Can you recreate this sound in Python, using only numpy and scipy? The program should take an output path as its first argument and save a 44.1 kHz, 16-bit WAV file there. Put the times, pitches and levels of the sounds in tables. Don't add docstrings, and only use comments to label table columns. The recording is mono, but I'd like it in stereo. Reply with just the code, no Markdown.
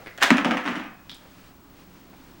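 import sys
import numpy as np
from scipy import signal
from scipy.fft import rfft, irfft, next_fast_len
from scipy.io import wavfile

SR = 44100
rng = np.random.default_rng(int(sys.argv[2]) if len(sys.argv) > 2 else 0)


def inscribe(sig):
    pcm = np.round(np.clip(np.atleast_2d(sig).T, -1, 1) * 32767)
    wavfile.write(sys.argv[1], SR, pcm.astype(np.int16))


N = 105840
T = np.arange(N) / SR

# frequency in Hz, level in dB, decay time t60 in s.
BODY_MODES = [(188.2, -23.5, 0.47), (245, -20.5, 0.2), (250.8, -8, 0.095), (270.3, -22.5, 0.4),
              (294, -42, 0.257), (284, -23.5, 0.058), (370, -43, 0.4)]
# delay in s, level in dB.
THUMP_PATHS = [(.0006, -12.5), (.0107, -2.5), (.0393, -13.5), (.0515, -15)]
BODY_LOW_CUT_HZ = 199


def body_thump():
    low_cut = signal.butter(3, BODY_LOW_CUT_HZ, "high", fs=SR, output="sos")
    body = signal.sosfilt(low_cut, ringing(BODY_MODES, T, spread_db=2))
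    return sum(from_db(db) * delayed(body, s) for s, db in THUMP_PATHS)


# frequency in Hz, level in dB, decay time t60 in s.
PLATE_MODES = [(424, -31, 0.15), (509, -31, 0.36), (551, -33, 0.22), (577, -29, 0.24), (636, -30, 0.22),
               (718, -29, 0.27), (766, -28.5, .3), (881, -31.5, 0.37), (918, -33, 0.47)]
PLATE_BUILD_S = 0.0024


def plate_ring():
    t = T[:SR // 2]
    return ringing(PLATE_MODES, t, spread_db=0.5) * (1 - np.exp(-t / PLATE_BUILD_S))


# start in s, clink level in dB, brightness in dB per octave,
# thump level in dB, tinny plate level in dB, direct sound in dB.
BOUNCES = [(0.3051, -1, -.5, 2.5, -4, 4), (0.371, -17, 3.5, -25, -13, 1), (0.3825, -8, -2, -28, -9.5, 1.5),
           (0.4473, -6.5, 0, -3.5, 2, -0.5), (.510, -6.5, -1.5, -7.5, -2.5, -2),
           (.571, -12.5, 0, -20.5, -10.5, -2), (.654, -16, -1.5, -20, -22, -3.5),
           (.661, -15, 0, -19, -12, -2.5), (.677, -14.5, -2.5, -16, -28, -1),
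           (0.685, -19.5, 1, -33, -23, -1.5), (0.7111, -18.5, -2.5, -15, -22, -5),
           (0.734, -20.5, -2, -26.5, -30, -6), (.756, -16, 0, -23.5, -26, -3.5),
           (0.7622, -22, -1.5, -18, -34, -4), (.797, -22, -2.5, -28.5, -28, -3),
           (.835, -27, -1, -30, -44, -10)]
# frequency in Hz, level in dB.
BANK_TONE = [(50, -4), (120, -10), (200, 26), (300, 26), (420, 9.5), (700, 17), (1300, 20), (2000, 20.5),
             (3100, 14.5), (4300, 2.5), (6200, -1), (8500, -11.5), (11000, -16.5), (15500, -41)]
# frequency in Hz, level in dB, decay time t60 in s.
BANK_MODES = [(1074, -33.5, 0.9), (1208, -30, 0.42), (1298, -43, 0.3), (1307, -33, 0.54),
              (1383, -36, 0.088), (1687, -37, 0.55), (1713, -33.5, .44), (2530, -42.5, 1)]
ROLL_START_S, ROLL_PEAK_S, ROLL_END_S = 0.586, 0.678, 0.9
ROLL_DB, ROLL_TOUCHES_PER_S = -22, 60
ROLL_TILT_DB, ROLL_DIRECT_DB = -0.5, 0.5


def coin():
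    thump = body_thump()
    roll_touch = blow(BANK_TONE, BANK_MODES, ROLL_TILT_DB, ROLL_DIRECT_DB)
    roll = touches(ROLL_START_S, ROLL_PEAK_S, ROLL_END_S, ROLL_TOUCHES_PER_S, roll_touch)
    out = from_db(ROLL_DB) * roll
    for s, clink_db, tilt, thump_db, plate_db, direct_db in BOUNCES:
        clink = blow(BANK_TONE, BANK_MODES, tilt, direct_db)
        out += from_db(clink_db) * delayed(clink, s)
        out += from_db(thump_db) * delayed(thump, s)
        out += from_db(plate_db) * delayed(plate_ring(), s)
    return out


# start in s, level in dB, brightness in dB per octave.
CATCHES = [(0.1776, -29.5, 3), (.184, -29.5, -6), (.2025, -29, -3), (0.2154, -27, -7), (.219, -12, -3),
           (0.2242, -7.5, -1.5), (0.227, -3.5, 1), (.2332, -7.5, 4.5), (0.24, -9, -5.5)]
# frequency in Hz, level in dB.
SLOT_TONE = [(100, -19), (250, 8), (450, 7.5), (700, 17), (1100, 17), (1700, 23.5), (2300, 16.5),
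             (3400, 15), (5000, 5.5), (7500, -0.5), (10000, -11.5), (15500, -17.5)]
# frequency in Hz, level in dB, decay time t60 in s.
SLOT_MODES = [(1463, -29.5, 0.16), (1647, -21.5, 0.21), (3380, -40, 0.43), (3440, -45.5, 0.21),
              (3758, -38.5, 0.199), (4360, -48, 0.34), (4500, -52, 0.23)]
SLIDE_START_S, SLIDE_PEAK_S, SLIDE_END_S = 0.2044, 0.216, 0.254
SLIDE_DB, SLIPS_PER_S = -23.5, 1200
SLOT_DIRECT_DB = 1.5


def slot():
    slip = blow(SLOT_TONE, SLOT_MODES)
    slide = touches(SLIDE_START_S, SLIDE_PEAK_S, SLIDE_END_S, SLIPS_PER_S, slip)
    out = from_db(SLIDE_DB) * slide
    for s, db, tilt in CATCHES:
        catch = blow(SLOT_TONE, SLOT_MODES, tilt, SLOT_DIRECT_DB)
        out += from_db(db) * delayed(catch, s)
    return out


# delay in s, level in dB.
ECHOES = [(.0072, -6), (.035, -21)]
# band centre in Hz, decay time t60 in s.
ROOM_T60 = [(150, 0.35), (500, 0.6), (1500, 0.51), (4000, 0.27), (8000, 0.27), (15000, 0.27)]
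# frequency in Hz, side against mid in dB.
WIDTH = [(100, -35), (300, -24.5), (700, -11), (1400, -10.5), (3000, -4.5), (7000, -1.5), (15000, -2.5)]
EDGE_DB, SNAP_DB = -4, -3
CRACK_T60_S = 0.026
ROOM_DB, ROOM_BUILD_S = 3, 0.01


def blow(tone, modes=(), tilt_db=0, direct_db=0):
    t = T[:SR * 2 // 3]
    near = stereo_noise(WIDTH, len(t)) * dying(t, CRACK_T60_S)
    near[:, 0] -= from_db(EDGE_DB)
    near[:, :2] += from_db(SNAP_DB) * np.array([-1, 1])
    echoes = sum(from_db(db) * delayed(near, s)[:, :len(t)] for s, db in ECHOES)
    heard = from_db(direct_db) * near + echoes + room_tail(t)
    return colour(heard, tone, tilt_db) + ringing(modes, t, spread_db=4)


def room_tail(t):
    diffuse = rfft(stereo_noise(WIDTH, len(t)))
    hz = np.arange(len(t) // 2 + 1) * SR / len(t)
    build = 1 - np.exp(-t / ROOM_BUILD_S)
    tail = 0
    for centre, t60 in ROOM_T60:
        share = at_hz([(f, f == centre) for f, _ in ROOM_T60], hz)
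        tail = tail + from_db(ROOM_DB) * irfft(diffuse * share) * dying(t, t60) * build
    return tail


def touches(start, peak, end, per_s, response):
    happens = rng.random(N) < per_s / SR
    clicks = happens * rng.choice([-1, 1], N) * rng.uniform(0.77, 1, N)
    swell = np.interp(T, [start, peak, end], [0, 1, 0])
    return signal.fftconvolve([clicks * swell], response, axes=1)[:, :N]


def ringing(modes, t, spread_db):
    out = 0
    for hz, db, t60 in modes:
        strength_db = db + spread_db * rng.normal()
        out = out + from_db(strength_db - 60 * t / t60) * np.sin(2 * np.pi * hz * t)
    return out


# start in s, level in dB.
KNOCKS = [(.0618, -24.5), (.071, -22), (.081, -38)]
TICKS = [(1.0958, -22.5), (1.1065, -35), (1.116, -25)]
FLICKS = [(1.146, -35)]
# frequency in Hz, level in dB.
KNOCK_TONE = [(100, 5.5), (400, 22.5), (900, 9.5), (1500, 17.5), (2100, 23.5), (3000, 5.5), (4600, 1.5),
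              (7000, -13.5), (15000, -17.5)]
TICK_TONE = [(200, -15), (1300, 8), (2100, 8), (2800, 8.5), (3250, 21), (3800, 19), (4300, 8.5),
             (5100, 11.5), (6000, -1), (9000, -11), (15000, -20)]
FLICK_TONE = [(1000, -3), (4000, 7), (8000, 10), (11500, 2), (15000, -8)]
HANDLING_DIRECT_DB = -0.5


def handling():
    out = 0
    for rows, tone in ((KNOCKS, KNOCK_TONE), (TICKS, TICK_TONE), (FLICKS, FLICK_TONE)):
        for s, db in rows:
            click = blow(tone, direct_db=HANDLING_DIRECT_DB)
            out = out + from_db(db) * delayed(click, s)
    return out


# centre in s, length in s, peak level in dB.
BRUSHES = [(0, 0.12, -47), (1.25, 0.076, -54.5), (2.14, 0.027, -50.5)]
# frequency in Hz, level in dB.
BRUSH_TONE = [(150, -9), (450, 3), (800, 2), (1200, -3), (2000, -6), (6000, -41)]


def sleeve():
    strokes = sum(from_db(db) * np.exp(-(2 * (T - s) / length) ** 2) for s, length, db in BRUSHES)
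    return strokes * rms_one(colour(stereo_noise(WIDTH, N), BRUSH_TONE))


# time in s, level in dB.
RUSTLE_LEVEL = [(0, -52), (.2, -56), (1.02, -63), (1.22, -56), (1.36, -53), (1.48, -52.5), (1.6, -71),
                (1.72, -62), (1.8, -51.5), (1.87, -60.5), (1.97, -54), (2.06, -58.5), (2.3, -53.5),
                (2.4, -59)]
# frequency in Hz, level in dB.
RUSTLE_TONE = [(200, 16.5), (600, 6), (1200, 8.5), (2500, 6.5), (5000, 1.5), (10000, -7.5), (15000, -21)]
# frequency in Hz, side against mid in dB.
AIR_WIDTH = [(30, -11.5), (80, -2), (160, -6), (400, -1.5), (1200, -4), (4000, -0.5), (15000, -1)]


def rustle():
    level = from_db(np.interp(T, *np.transpose(RUSTLE_LEVEL)))
    return level * rms_one(colour(stereo_noise(AIR_WIDTH, N), RUSTLE_TONE))


# frequency in Hz, level in dB.
AIR_TONE = [(25, 0.5), (60, -0.5), (100, -1), (150, -3), (280, -6.5), (420, -14), (700, -10.5), (1100, -10),
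            (2000, -19), (4000, -23.5), (8000, -28.5), (14000, -34.5), (16000, -46)]
AIR_DB = -52.5


def room_air():
    return from_db(AIR_DB) * rms_one(colour(stereo_noise(AIR_WIDTH, N), AIR_TONE))


# frequency in Hz, width in Hz, level at mid-length in dB, swell in dB per s.
HUMS = [(185, 16, -59, -0.5), (265.5, 16, -59.5, 1.5), (303, 83, -63, 7)]


def room_hum():
    hum = 0
    for hz, width, db, swell in HUMS:
        b, a = signal.iirpeak(hz, hz / width, fs=SR)
        tone = rms_one(signal.lfilter(b, a, rng.standard_normal(N)))
        hum = hum + from_db(db + swell * (T - T.mean())) * tone
    return hum


WHINE_HZ, WHINE_DB = 15735, -59.5
WHINE_PULSES_PER_S, WHINE_PULSE_DEPTH = 13, 0.23


def whine():
    pulse = 1 + WHINE_PULSE_DEPTH * np.sin(2 * np.pi * WHINE_PULSES_PER_S * T)
    tone = np.sin(2 * np.pi * WHINE_HZ * T + np.array([[0], [1]]))
    return from_db(WHINE_DB) * rms_one(pulse * tone)


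def from_db(db):
    return 10 ** (np.asarray(db) / 20)


def rms_one(x):
    return x / np.sqrt(np.mean(x ** 2) + 1e-20)


def at_hz(points, hz):
    f, value = np.transpose(points)
    return np.interp(np.log(np.maximum(hz, 1)), np.log(f), value)


def colour(x, tone, tilt_db=0):
    size = next_fast_len(x.shape[-1] // 2 + 2048, real=True) * 2
    hz = np.arange(size // 2 + 1) * SR / size
    octaves = np.log2(np.maximum(hz, 500) / 2000)
    cepstrum = irfft(np.log(from_db(at_hz(tone, hz) + tilt_db * octaves)))
    cepstrum[1:size // 2] *= 2
    cepstrum[size // 2 + 1:] = 0
    response = np.exp(rfft(cepstrum))
    return irfft(rfft(x, size) * response)[..., :x.shape[-1]]


def stereo_noise(width, size):
    mid, side = rng.standard_normal((2, size))
    return mid + colour(side, width) * np.array([[1], [-1]])


def delayed(x, s):
    start = int(max(s, 0) * SR)
    out = np.zeros(x.shape[:-1] + (N,))
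    part = x[..., :N - start]
    out[..., start:start + part.shape[-1]] = part
    return out


def dying(t, t60):
    return from_db(-60 * t / t60) * np.sqrt(2 * np.log(1000) / (t60 * SR))


# frequency in Hz, left against right in dB.
LEAN = [(200, 1), (700, 0.5), (1300, 1), (2400, -1.8), (4400, 1.8), (15000, -1.7)]


def scene():
    left, right = coin() + slot() + handling() + sleeve() + rustle() + room_air() + room_hum()
    left = colour(left, [(hz, db / 2) for hz, db in LEAN])
    right = colour(right, [(hz, -db / 2) for hz, db in LEAN])
    return np.array([left, right]) + whine()


TOP_CUT_HZ = 16100


def record(dry):
    top_cut = signal.ellip(10, .1, 70, TOP_CUT_HZ, fs=SR, output="sos")
    return signal.sosfilt(top_cut, np.clip(dry, -1, 1))


dry = scene()
out = record(dry)
inscribe(out)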